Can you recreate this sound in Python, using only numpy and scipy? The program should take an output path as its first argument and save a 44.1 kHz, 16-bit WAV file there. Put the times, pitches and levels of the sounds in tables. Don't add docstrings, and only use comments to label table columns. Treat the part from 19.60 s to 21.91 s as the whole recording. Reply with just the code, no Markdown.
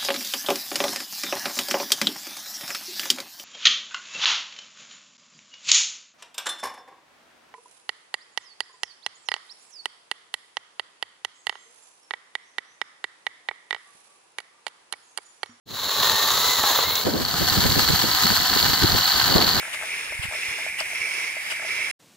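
import sys
import numpy as np
from scipy import signal
from scipy.fft import rfft, irfft, next_fast_len
from scipy.io import wavfile
from scipy.ndimage import uniform_filter1d, map_coordinates

SR = 44100
rng = np.random.default_rng(int(sys.argv[2]) if len(sys.argv) > 2 else 0)


def store_wav(level_fs):
    pcm = np.round(np.clip(np.atleast_2d(level_fs), -1, 1) * 32767)
    wavfile.write(sys.argv[1], SR, pcm.T.astype(np.int16))


N = 102003

# f/Hz, likeness (1 = fully alike)
HISS_LIKENESS = [(50, 0.14), (250, 0.74), (750, 0.8), (1300, 1), (1800, 0.26), (2300, .55), (3000, 0.41),
                 (5400, 1), (7500, 0.12), (15000, .05)]


def singing_hollow(likeness=0.96, sputter_db=0.96, trim_db=-0.65, spit_s=0.0027):
    # f/Hz, level from afar/dB, level close by/dB
    tone = [(1310, -30.5, -53), (1660, -10, -4.5), (1933, -14, -2.5), (2046, -1, 10.5), (2360, 2, 12.5),
            (2426, 1.5, 2), (2714, -6, 1), (3300, -34, -43), (4470, -33, -60)]
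    # t/s, level/dB
    loudness = [(0, -34), (0.08, -52), (0.2, -41), (0.33, -30.5), (0.4, -31.5), (0.46, -37.5), (0.51, -32),
                (0.59, -39.5), (0.72, -34), (0.79, -32), (0.84, -29.5), (0.87, -32), (0.92, -28.5),
                (0.97, -31.5), (1.08, -32), (1.3, -36.5), (1.36, -30.5), (1.42, -28.5), (1.46, -25),
                (1.495, -37), (1.52, -27.5), (1.67, -30), (1.76, -30.5), (1.86, -36.5), (1.96, -34),
                (2.01, -32.5), (2.14, -28.5), (2.23, -26), (2.3, -32.5)]
    # t/s, left minus right/dB
    position = [(0, 0), (.7, 0.5), (1.2, -3.5), (1.42, -4), (2.3, -5)]
    # t/s, boost/dB
    spits = [(0.758, 10), (.833, 7.5), (1.087, 4), (1.145, 8), (1.418, 7), (1.457, 0.5), (1.542, 2)]
    t = np.arange(N) / SR
    jet = stereo_noise([(2000, likeness)]) * amp(sputter_db * wobble(200))
    far = unit_rms(filtered(jet, lambda hz: amp(look_up(tone, hz))))
    near = unit_rms(filtered(jet, lambda hz: amp(look_up(tone, hz, column=2))))
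    closeness = curve([(0.57, 0), (1.8, 1)])
    note = far + closeness * (near - far)
    flare_db = sum(db * np.exp(-((t - s) / spit_s) ** 2) for s, db in spits)
    return note * amp(curve(loudness) + flare_db + trim_db) * pan(curve(position))


def piston_strokes(attack_s=0.069, release_s=0.11, sputter_db=0.65, waver=0.02, likeness=0.17):
    # start/s, end/s, level/dB, frequency ratio of the hiss, whistle level/dB
    strokes = [(-.3, 0.046, -22, 0.55, -10), (0.187, 0.516, 0, 1.035, -1), (0.693, 1.057, 0.5, 1.053, 0),
               (1.289, 1.713, 1, 1.01, 1), (2.002, 2.353, 1.5, 1.02, -2)]
    # f/Hz, level/dB, left minus right/dB
    tone = [(240, -89, 1), (393, -75, 0.5), (730, -87.5, -3.5), (1030, -75.5, 1), (1390, -74, 7),
            (1900, -80.5, 9.5), (2600, -66.5, -22), (3040, -77, 7), (3150, -71.5, -8), (3800, -79.5, 4.5),
            (4830, -79.5, -10), (5670, -78.5, 0), (5650, -88, -9), (6680, -75.5, -22), (6850, -98, -3),
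            (8600, -84, -5), (10600, -109.5, -35), (12100, -93, 10), (15500, -99.1, -1.4)]
    # f/Hz, width/Hz, level/dB, left minus right/dB, share that follows the strokes
    whistles = [(5330, 810, -45.5, -13, 1), (9490, 880, -46.5, -2, 0.5)]
    hiss, whistling, drive = np.zeros((2, N)), np.zeros((2, N)), np.zeros(N)
    for start, end, db, ratio, whistle_db in strokes:
        flow = amp(db) * valve(start, end, attack_s, release_s)
        hiss += shaped_noise(tone, HISS_LIKENESS, ratio) * flow
        drive += flow * amp(whistle_db)
    for hz, width_hz, db, side_db, share in whistles:
        whistle = noise_band(hz * (1 + waver * wobble(25)), width_hz, likeness)
        whistling += whistle * amp(db) * pan(side_db) * (1 + share * (drive - 1))
    return hiss * amp(sputter_db * wobble(170)) + whistling


def air_leak(rise_db_per_s=0.57, drift_db=1.06, flutter_db=0.7):
    # f/Hz, level/dB, left minus right/dB
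    tone = [(257, -86.5, -7.5), (503, -83.5, 2.5), (700, -79.5, 6), (1020, -78.3, -4), (1230, -77, 3),
            (1400, -76.5, 4), (1944, -64, 5), (2130, -63, 1.5), (2680, -70.5, -2), (3560, -77.5, 1.5),
            (4150, -82, -6), (5320, -77.5, -11), (5830, -82.5, -3.5), (8200, -82, -7.5), (8520, -80, -9),
            (9960, -79.5, -0.5), (12050, -87.5, 0.5), (15300, -95, 0.2)]
    t = np.arange(N) / SR
    hiss = shaped_noise(tone, HISS_LIKENESS)
    rise_db = rise_db_per_s * (t - t.mean())
    return hiss * amp(rise_db + drift_db * wobble(11.23) + flutter_db * wobble(120))


def exhaust_puffs(attack_s=0.015, release_s=0.036, rough_db=0.26, from_hz=3114, to_hz=2310):
    # start/s, length/s, level/dB
    puffs = [(0.123, 0.025, -3), (0.616, 0.044, -4.5), (1.178, 0.042, -2.5), (1.893, 0.038, -4)]
    # f/Hz, level/dB, left minus right/dB
    tone = [(353, -89.5, 10), (650, -70.5, -4.5), (1170, -65, 3), (1620, -63.5, 5), (2100, -60.5, 11),
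            (2800, -55.5, -4), (4000, -72.5, 2), (5000, -69, -14.5), (6500, -77.5, -4.2), (8700, -68, -2),
            (11700, -78.5, -2), (15500, -88, 5)]
    # f/Hz, likeness
    alike = [(700, 0.6), (1500, 0.39), (2200, 0.056), (5000, 0.17), (9000, 0.2)]
    opening, pitch_points = np.zeros(N), []
    for start, length, db in puffs:
        opening += amp(db) * valve(start, start + length, attack_s, release_s)
        pitch_points += [(start, from_hz), (start + length, to_hz)]
    chirp = noise_band(curve(pitch_points), width_hz=620, likeness=0.3) * amp(-31.5) * pan(19)
    chuff = shaped_noise(tone, alike) * amp(rough_db * wobble(350))
    return (chuff + chirp) * opening


def rod_knocks(ring_db=1.5, side_db=5.5, attack_s=0.00093, stagger_s=0.00055, click_fade_s=0.035):
    # t/s, level/dB, favoured f/Hz, click level/dB, ring time ratio
    hits = [(.028, -30, 1010, -7, 1.1), (.052, -33, 1100, -5, 0.94), (.078, -31, 900, -8, 0.63),
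            (.145, -34, 910, 0.5, 1.1), (.212, -27.5, 890, -14, 0.67), (.225, -30.5, 950, -4.5, 0.69),
            (.233, -31.5, 840, -0.5, 1.8), (.248, -54, 650, -14, 1.1), (.522, -26, 760, -16, 0.37),
            (.646, -54, 900, -8, 1.3), (.712, -32.5, 780, -7, 0.89), (.723, -28, 860, -8, 0.59),
            (.732, -32.5, 875, -0.5, 1), (.748, -28, 650, -9, 0.56), (.985, -32.5, 920, -7.5, 1.8),
            (1.064, -22.5, 820, -18, 0.41), (1.208, -26.5, 695, -6, 0.71), (1.331, -30.5, 650, -9, 0.41),
            (1.47, -34, 650, -20, 0.7), (1.767, -28, 680, -20, 0.48), (1.918, -31, 800, 0, 0.84),
            (1.996, -27.5, 950, -10, 0.57), (2.018, -37, 750, 1, 1.4), (2.025, -31, 640, -8, 1.35),
            (2.048, -28.5, 616, -14, 0.75), (2.189, -32.5, 650, -17, 0.77), (2.288, -41, 800, -8, 0.69)]
    # f/Hz, level/dB, time to fade by 60 dB/s
    base_notes = [(516, -11, 0.013), (647, -6.5, 0.11), (714, -2.5, 0.023), (844, -5, 0.034),
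                  (1010, -15, 0.015), (1340, -9, 0.09), (1620, 12, 0.018)]
    # f/Hz, level/dB
    click_tone = [(200, -35), (600, 1), (1700, 18), (4000, -19), (8000, 4), (14000, -28)]
    ring, clicks = np.zeros(N), np.zeros(N)
    t = np.arange(SR // 5) / SR
    for s, db, favoured_hz, click_db, ring_ratio in hits:
        for hz, note_db, fade_s in base_notes:
            scatter_db, detune = rng.normal(0, [1.5, 0.008])
            loss_db = 18 * np.log2(hz / favoured_hz) ** 2
            strength_db = db + ring_db + note_db + scatter_db - loss_db
            envelope = amp(strength_db - 60 * t / (fade_s * ring_ratio)) * (1 - np.exp(-t / attack_s))
            note = np.sin(2 * np.pi * hz * (1 + detune) * t)
            add(ring, s + stagger_s * rng.random(), envelope * note)
        add(clicks, s, amp(db + click_db - 60 * t / click_fade_s) * rng.standard_normal(len(t)))
    clicks = filtered(clicks, lambda hz: amp(look_up(click_tone, hz)))
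    return (ring + clicks) * pan(side_db)


def valve_ticks(fade_s=0.011, side_db=-4):
    # t/s, level/dB
    snaps = [(.146, -32), (1.204, -21), (1.919, -43)]
    # f/Hz, level/dB
    tone = [(1500, -21), (3000, -13), (4200, -1), (5100, 12.5), (6000, -8), (9000, -20), (15000, -28)]
    bursts = np.zeros((2, N))
    t = np.arange(SR // 10) / SR
    for s, db in snaps:
        add(bursts, s, amp(db - 60 * t / fade_s) * rng.standard_normal((2, len(t))))
    return 2 * filtered(bursts, lambda hz: amp(look_up(tone, hz))) * pan(side_db)


def draught_thumps():
    # t/s, level/dB, f/Hz, left minus right/dB
    swirls = [(.511, -40.5, 50, -25), (0.554, -42, 65, -20), (.598, -22.5, 86, -41),
              (0.645, -32, 78.5, -27), (0.6552, -26.5, 126, -35), (0.688, -29.5, 74.6, -30),
              (0.774, -51, 55, -15), (0.89, -36.5, 70, -23), (.914, -39.5, 140, -3), (1.412, -42, 102, 16)]
    thumps = np.zeros((2, N))
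    t = np.arange(N) / SR
    for s, db, hz, side_db in swirls:
        phase_squared = (np.pi * hz * (t - s)) ** 2
        dip = (2 * phase_squared - 1) * np.exp(-phase_squared)
        thumps += amp(db) * dip * pan(side_db) / np.sqrt(2)
    return thumps


def metal_reflections(x, depth_db=3.04, bands=3, frames=110):
    hz, _, spectrum = signal.stft(x, SR, nperseg=512)
    ripples = rng.standard_normal((2, len(hz), spectrum.shape[2] + 2 * frames))
    ripples = uniform_filter1d(ripples, bands, axis=1)
    ripples = uniform_filter1d(ripples, frames, axis=2)[..., frames:-frames]
    treble_weight = look_up([(2500, 0.26), (4500, 0.77)], hz)[:, None]
    gain = amp(depth_db * treble_weight * unit_rms(ripples))
    return signal.istft(spectrum * gain, SR, nperseg=512)[1][:, :N]


def room_echo(x, level_db=-11, fade_s=0.15):
    t = np.arange(SR // 3) / SR
    tail = rng.standard_normal((2, len(t))) * amp(-60 * t / fade_s) * (t > 0.003)
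    return amp(level_db) * signal.fftconvolve(x, tail / np.linalg.norm(tail[0]), axes=1)[:, :N]


def workshop_rumble():
    # f/Hz, level/dB, left minus right/dB
    tone = [(20, -85, 6), (50, -90, 0), (110, -89, 0), (192, -95.5, 3.5), (330, -94, -3), (600, -105, -9),
            (2000, -130, 0)]
    # t/s, level/dB
    loudness = [(0, 3.5), (.5, 5.5), (1, 1.5), (1.1, 9), (1.4, 5), (1.6, 1), (1.85, 2), (2.2, 9)]
    return shaped_noise(tone, alike=[(40, 0.42), (200, 1.0)]) * amp(curve(loudness))


def amp(db):
    return 10 ** (np.asarray(db) / 20)


def look_up(table, hz, column=1):
    rows = np.array(table, float)
    return np.interp(np.log(hz + 1), np.log(rows[:, 0] + 1), rows[:, column])


def curve(rows):
    return np.interp(np.arange(N) / SR, *np.transpose(rows))


def wobble(rate):
    return map_coordinates(rng.standard_normal(4096), [np.arange(N) * rate / SR], mode="wrap")


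def filtered(x, response):
    size = next_fast_len(N + SR // 2)
    return irfft(rfft(x, size) * response(np.fft.rfftfreq(size, 1 / SR)), size)[..., :N]


def unit_rms(x):
    return x / np.sqrt(np.mean(x ** 2) + 1e-20)


def pan(db):
    gains = amp(np.array([np.atleast_1d(db), -np.atleast_1d(db)]) / 2)
    return gains / np.sqrt(np.mean(gains ** 2, axis=0))


def stereo_noise(alike):
    # f/Hz, phase/rad
    lead = [(300, 0.27), (850, 0.27), (1150, 2.15), (2000, .1), (2600, 0.84), (3200, 3.13), (4200, 1.5),
            (5400, 1.85), (9000, 2)]

    def split(hz):
        angle = np.arccos(np.clip(look_up(alike, hz), -1, 1)) / 2
        return np.array([np.cos(angle), np.sin(angle)])
    mid, side = filtered(rng.standard_normal((2, N)), split)
    left_right = np.array([mid + side, mid - side])
    return filtered(left_right, lambda hz: np.exp(0.5j * look_up(lead, hz) * np.array([[1], [-1]])))


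def shaped_noise(tone, alike, ratio=1):
    def response(hz):
        bass_cut = hz ** 2 / (hz ** 2 + (tone[0][0] / 2) ** 2)
        return amp(look_up(tone, hz / ratio)) * pan(look_up(tone, hz / ratio, column=2)) * bass_cut
    return np.sqrt(SR / 2) * filtered(stereo_noise(alike), response)


def noise_band(hz, width_hz, likeness):
    def low_pass(f):
        return 1 / (1 + (2 * f / width_hz) ** 2)
    a, b = (filtered(stereo_noise([(2000, likeness)]), low_pass) for _ in range(2))
    phase = 2 * np.pi * np.cumsum(hz) / SR
    return unit_rms(a * np.cos(phase) + b * np.sin(phase))


def valve(start, end, attack_s, release_s):
    t = np.arange(N) / SR
    return np.clip((t - start) / attack_s, 0, 1) * np.clip((end - t) / release_s + 0.5, 0, 1)


def add(track, s, sound):
    part = track[..., max(0, round(s * SR)):][..., :sound.shape[-1]]
    part += sound[..., :part.shape[-1]]


def scene():
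    clatter = rod_knocks() + valve_ticks()
    rumble = workshop_rumble()
    hiss = metal_reflections(air_leak() + piston_strokes() + exhaust_puffs())
    return singing_hollow() + hiss + clatter + room_echo(clatter) + draught_thumps() + rumble


def record(dry, top_hz=15780):
    return filtered(dry, lambda hz: hz < top_hz)


dry = scene()
out = record(dry)
store_wav(out)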